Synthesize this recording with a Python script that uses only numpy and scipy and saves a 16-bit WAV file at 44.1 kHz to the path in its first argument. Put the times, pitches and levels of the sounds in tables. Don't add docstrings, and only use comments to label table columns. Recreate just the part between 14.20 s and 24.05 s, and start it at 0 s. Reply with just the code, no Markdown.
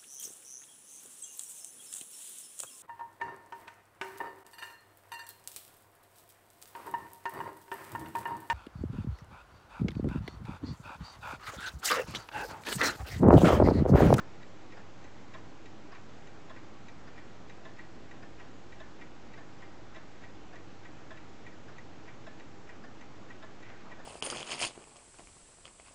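import sys
import numpy as np
from scipy import signal
from scipy.fft import rfft, irfft
from scipy.io import wavfile
from scipy.ndimage import uniform_filter1d

SR = 44100
rng = np.random.default_rng(int(sys.argv[2]) if len(sys.argv) > 2 else 0)


def transcribe(signal):
    frames = np.atleast_2d(signal).T
    limited = np.clip(frames, -1, 1)
    pcm = np.round(limited * 32767).astype(np.int16)
    wavfile.write(sys.argv[1], SR, pcm)


def convert_level_to_amplitude(level_db):
    exponent = np.asarray(level_db, float) / 20
    return 10 ** exponent


N = 434385


def evened(x):
    return x / np.sqrt(np.mean(x ** 2) + 1e-20)


def read(points, hz):
    point_hz, value = np.transpose(points)
    return np.interp(np.log(hz + 1), np.log(point_hz + 1), value)


def coloured(noise, spectrum):
    length = noise.shape[-1]
    gain = convert_level_to_amplitude(read(spectrum, np.fft.rfftfreq(length, 1 / SR)))
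    return evened(irfft(rfft(noise) * gain, length))


def resonate(x, hz, width_hz):
    turn = np.exp(2j * np.pi * np.cumsum(hz * np.ones(len(x))) / SR)
    r = np.exp(-np.pi * width_hz / SR)
    return 2 * (turn * signal.lfilter([1 - r], [1, -r], x / turn)).real


def fuzzy_band(length, hz, width_hz):
    once = resonate(rng.standard_normal(length), hz, width_hz)
    return evened(resonate(once, hz, width_hz))


def swell(t, peak_ms, sharp):
    u = np.maximum(t, 0) * 1000 / peak_ms
    return (u * np.exp(1 - u)) ** sharp


def hiss():
    # hz, level_db_per_hz
    hiss_colour = [(12, -31.5), (25, -27.5), (42, -17), (80, -18.5), (126, -13), (160, -13), (316, -12.5),
                   (385, -15.5), (640, -19.5), (919, -21.5), (1300, -23.5), (1890, -27), (4000, -35),
                   (7600, -40)]
    level_db, patchy_db = -52, 0.67
    frames, hz = N // 512 + 5, np.fft.rfftfreq(2048, 1 / SR)
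    a, b, patches = rng.standard_normal((frames, 1025, 3)).T
    patches = uniform_filter1d(patches, size=30, axis=0)
    patches = evened(uniform_filter1d(patches, size=8, axis=1))
    z = (a + 1j * b) * convert_level_to_amplitude(read(hiss_colour, hz)[:, None] + patchy_db * patches)
    return convert_level_to_amplitude(level_db) * evened(signal.istft(z, nperseg=2048, noverlap=1536)[1][:N])


def throb():
    # centre_s, level_db, length_s
    surge_table = [(.9, -66, .2), (1.43, -70, .25), (2.95, -64, .3), (3.25, -64, .15), (3.75, -64, .3),
                   (4.15, -61, .15), (4.62, -59, .25), (5.15, -66, .3), (5.703, -64, 0.33),
                   (6.2, -62, 0.41), (6.85, -64, .4), (8.7, -68, .5)]
    idle_db = -71.5
    t = np.arange(N) / SR
    pitch_hz = 55 + 2.5 * evened(uniform_filter1d(rng.standard_normal(N), size=6000))
    level = convert_level_to_amplitude(idle_db)
    for centre_s, db, length_s in surge_table:
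        level = level + convert_level_to_amplitude(db) * np.exp(-(2 * (t - centre_s) / length_s) ** 2)
    return level * np.sin(2 * np.pi * np.cumsum(pitch_hz) / SR)


def drones():
    # pitch_hz, width_hz, level_db
    booms = [
        (118.45, 3.6, -70),
        (318.3, 17, -65.5),
    ]
    # pitch_hz, rms_db
    hum = [(23.4, -78), (99.9, -63), (797.3, -70)]
    # pitch_hz, rms_db
    whines = [(3555.6, -90), (4388.9, -90), (6222.1, -95), (6666.6, -93), (7555.5, -97)]
    t = np.arange(N) / SR
    out = np.zeros(N)
    for hz, width_hz, db in booms:
        out += convert_level_to_amplitude(db) * fuzzy_band(N, hz, width_hz)
    for hz, db in hum + whines:
        out += convert_level_to_amplitude(db) * np.sqrt(2) * np.sin(2 * np.pi * (hz * t + rng.random()))
    return out


def brush():
    # start_s, level_db, centre_hz
    scuffs = [
        (9.44, -57, 1900),
        (9.48, -53.5, 1700),
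        (9.485, -56, 603),
        (9.555, -62, 1900),
        (9.52, -61, 1500),
        (9.591, -61, 1300),
        (9.64, -53.5, 1010),
        (9.69, -54, 750),
        (9.77, -56, 597),
    ]
    width_share, peak_ms, sharp = 0.67, 21.4, 1.8
    t, out = np.arange(SR // 10) / SR, np.zeros(N)
    for start_s, db, hz in scuffs:
        fibres = fuzzy_band(len(t), hz, width_share * hz)
        part = out[round(start_s * SR):][:len(t)]
        part += (convert_level_to_amplitude(db) * swell(t, peak_ms, sharp) * fibres)[:len(part)]
    return out


def room(x):
    # hz, t60_s
    decay = [(500, .3), (2000, .22), (5000, .1)]
    # hz, level_db
    tail_colour = [(500, -18), (1200, -12), (2200, -10), (4000, -13)]
    # late_ms, level_db, top_hz
    far_wall = (35, -17.5, 2600)
    taps = np.zeros(SR // 2)
    at = np.arange(400, len(taps) - 20, 20)
    taps[at + rng.integers(0, 20, len(at))] = rng.choice([-1., 1.], len(at))
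    hz, t, z = signal.stft(taps, SR, nperseg=256)
    z = z * convert_level_to_amplitude(-60 * t / read(decay, hz)[:, None])
    energy = np.linalg.norm(signal.istft(z, SR, nperseg=256)[1])
    tail = signal.istft(z * convert_level_to_amplitude(read(tail_colour, hz))[:, None], SR, nperseg=256)[1] / energy
    tail[0] = 1
    late_ms, echo_db, top_hz = far_wall
    echo = signal.firwin(33, [1300, top_hz], pass_zero=False, fs=SR)
    tail[round(late_ms * SR / 1000):][:len(echo)] += convert_level_to_amplitude(echo_db) * echo
    return signal.fftconvolve(x, tail)[:len(x)]


def strikes(teeth, swing_s, heard_db):
    # time_s, turn_0_to_1
    mic_turn = [
        (0, 0.2),
        (1.5, 0.01),
        (2.3, .55),
        (4.4, 0.8),
        (7, .95),
        (9.85, 1.05),
    ]
    first_s, late_ms = teeth
    s = first_s + swing_s * np.arange(len(late_ms)) + np.array(late_ms) / 1000
    before, after = np.array(heard_db)
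    turned = np.interp(s, *np.transpose(mic_turn))[:, None]
    return np.c_[s, before + turned * (after - before)]


def pallet(beats, modes, colour, rattle_db, rattle_ms, sharp, slide_db):
    uneven_db, rough, fresh = 1, .45, 1.2
    lead, slide = SR // 10, SR // 40
    t = (np.arange(lead) - slide) / SR
    hz, db, swell_ms, mode_sharp = np.array(modes).T[:, :, None]
    rings = convert_level_to_amplitude(db) * swell(t, swell_ms, mode_sharp)
    rings = rings * np.sin(2 * np.pi * (hz * t + rng.random(hz.shape)))
    envelope = convert_level_to_amplitude(rattle_db) * swell(t, rattle_ms, sharp)
    envelope += convert_level_to_amplitude(slide_db) * swell(t + slide / SR, 15.5, 7)
    usual = rng.standard_normal(lead)
    out = np.zeros(N + 2 * lead)
    for s, blow_db, bright_db, case_db, door_db in beats:
        part_db = [(750, case_db), (950, door_db), (1150, door_db), (1300, 0), (2150, 0),
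                   (2300, .35 * bright_db), (3000, .35 * bright_db), (3300, bright_db)]
        heard_db = read(part_db, hz[:, 0])
        flutter = 1 + rough * evened(uniform_filter1d(rng.standard_normal(rings.shape), size=90))
        ring = convert_level_to_amplitude(heard_db + uneven_db * rng.standard_normal(len(modes))) @ (rings * flutter)
        rattle = envelope * coloured(usual + fresh * rng.standard_normal(lead), colour)
        at = lead - slide + round(s * SR)
        out[at:at + lead] += convert_level_to_amplitude(blow_db) * (ring + rattle)
    return out


def small_clock():
    # pitch_hz, peak_db, swell_ms, sharpness
    tick_modes = [(904, -59, 4, 3), (1528, -61, 8, 3), (1925, -50.5, 7, 2.5), (2368, -56, 3.5, 4),
                  (2347, -60, 13, 6), (2700, -60, 3.5, 3), (2950, -64, 3.5, 3), (3830, -61, 6, 2.2),
                  (4457, -70, 2.5, 3), (6201, -65, 4, 2.5), (7000, -68, 3, 2.5), (7350, -70, 4, 3)]
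    tock_modes = [(947, -57, 5, 4), (968, -60, 18, 6), (1520, -61, 11, 3), (1916, -50, 9, 2.5),
                  (2090, -61, 6, 3), (2368, -57, 5, 4), (2347, -59, 14, 6), (2691, -63, 4, 3),
                  (3410, -69, 12, 2), (3850, -65, 6, 1.8), (5230, -68, 4, 1.6), (6200, -74, 4, 3),
                  (7060, -70, 4, 2.5)]
    # hz, level_db_per_hz
    rattle = [(500, -20), (1000, -7), (1500, -4), (2100, 0), (2800, -5), (3200, -17), (4500, -22),
              (7500, -25)]
    tick_teeth = .2292, [-4, -2, .5, 1.5, 1, 2, 2.5, 1, 1, .5, -3, 0, -3, -.5, -1, 2.5]
    tock_teeth = .5201, [-1, 2, .5, 1.5, 2, .5, -1.5, -.5, -4, -2.5, -1.5, .5, 1, 1.5, 0, .5]
    # blow_db, bright_metal_db, case_db, door_db
    tick_heard = [
        (-4, 5.5, 0, -0.5),
        (.5, -2, 0, 0),
    ]
    tock_heard = [
        (-1.3, 2.5, 0, 0),
        (.9, -3, 0, 0),
    ]
    swing_s = .61282
    tick = strikes(tick_teeth, swing_s, tick_heard)
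    tock = strikes(tock_teeth, swing_s, tock_heard)
    beats = pallet(tick, tick_modes, rattle, -60, rattle_ms=7, sharp=1, slide_db=-65)
    return beats + pallet(tock, tock_modes, rattle, -58, rattle_ms=8, sharp=.9, slide_db=-60.5)


def large_clock():
    # pitch_hz, peak_db, swell_ms, sharpness
    tick_modes = [(640, -45.5, 15, 5), (1045, -47.5, 15, 3.5), (820, -58, 12, 3), (1350, -56, 10, 3),
                  (1620, -47, 4, 3), (1744, -50, 14, 8), (1722, -57, 26, 14), (1950, -53, 6, 3),
                  (2620, -60, 8, 3), (2780, -62, 2.5, 3), (3410, -62, 10, 1), (3660, -61, 6, 1.8),
                  (3860, -64, 8, 1.4), (5211, -66, 5, 2.5), (6880, -69, 3, 2), (7300, -70, 4, 2)]
    tock_modes = [(702, -51.5, 11, 5), (1110, -56, 15, 4), (1450, -58, 12, 3), (1614, -50, 3.5, 4),
                  (1780, -53.5, 13, 6), (2140, -65, 11, 3), (2500, -69, 6, 3), (3660, -71, 9, 3),
                  (4780, -67, 4, 2.5), (5000, -64, 6, 2.5), (5720, -72, 3, 3), (6869, -73, 2.5, 3)]
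    # hz, level_db_per_hz
    rattle = [(350, -16), (700, -3), (1200, -1), (1800, 0), (2600, -9), (3700, -10), (4200, -23),
              (7500, -27)]
    tick_teeth = -.0134, [-4.5, 0, 0, .5, -3, 1.5, -5, 2.5, 7.5]
    tock_teeth = .562, [5.5, 2, .5, .5, -3, -1, -2.5, -2, -.5]
    # blow_db, bright_metal_db, case_db, door_db
    tick_heard = [
        (-5, 3, .6, 5.5),
        (-1.3, 0.5, 0.65, -4),
    ]
    tock_heard = [
        (-.2, 3, 2.5, 2.5),
        (.3, -1.5, .3, -1.5),
    ]
    swing_s = 1.1537
    tick = strikes(tick_teeth, swing_s, tick_heard)
    tock = strikes(tock_teeth, swing_s, tock_heard)
    beats = pallet(tick, tick_modes, rattle, -55, rattle_ms=10, sharp=1.1, slide_db=-72)
    return beats + pallet(tock, tock_modes, rattle, -60, rattle_ms=10, sharp=1.1, slide_db=-72)


def clocks():
    return room(small_clock() + large_clock())[SR // 10:][:N]


def scene():
    return (hiss() + throb() + drones() + brush() + clocks())[None]


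def top_cut(x):
    return signal.sosfilt(signal.butter(12, 8890, fs=SR, output="sos"), x)


def record(dry):
    # hz, gain_db
    edge = [(7000, -0.5), (7700, -4), (8200, -9.5), (8600, -21.5), (8900, -28.5), (9300, -55)]
    offset = .0072
    hz = np.linspace(0, SR / 2, 1025)
    roll_off = signal.firwin2(1023, hz, convert_level_to_amplitude(read(edge, hz)), fs=SR)
    narrow = signal.oaconvolve(dry, roll_off[None], "same")
    return top_cut(narrow + offset)


dry = scene()
out = record(dry)
transcribe(out)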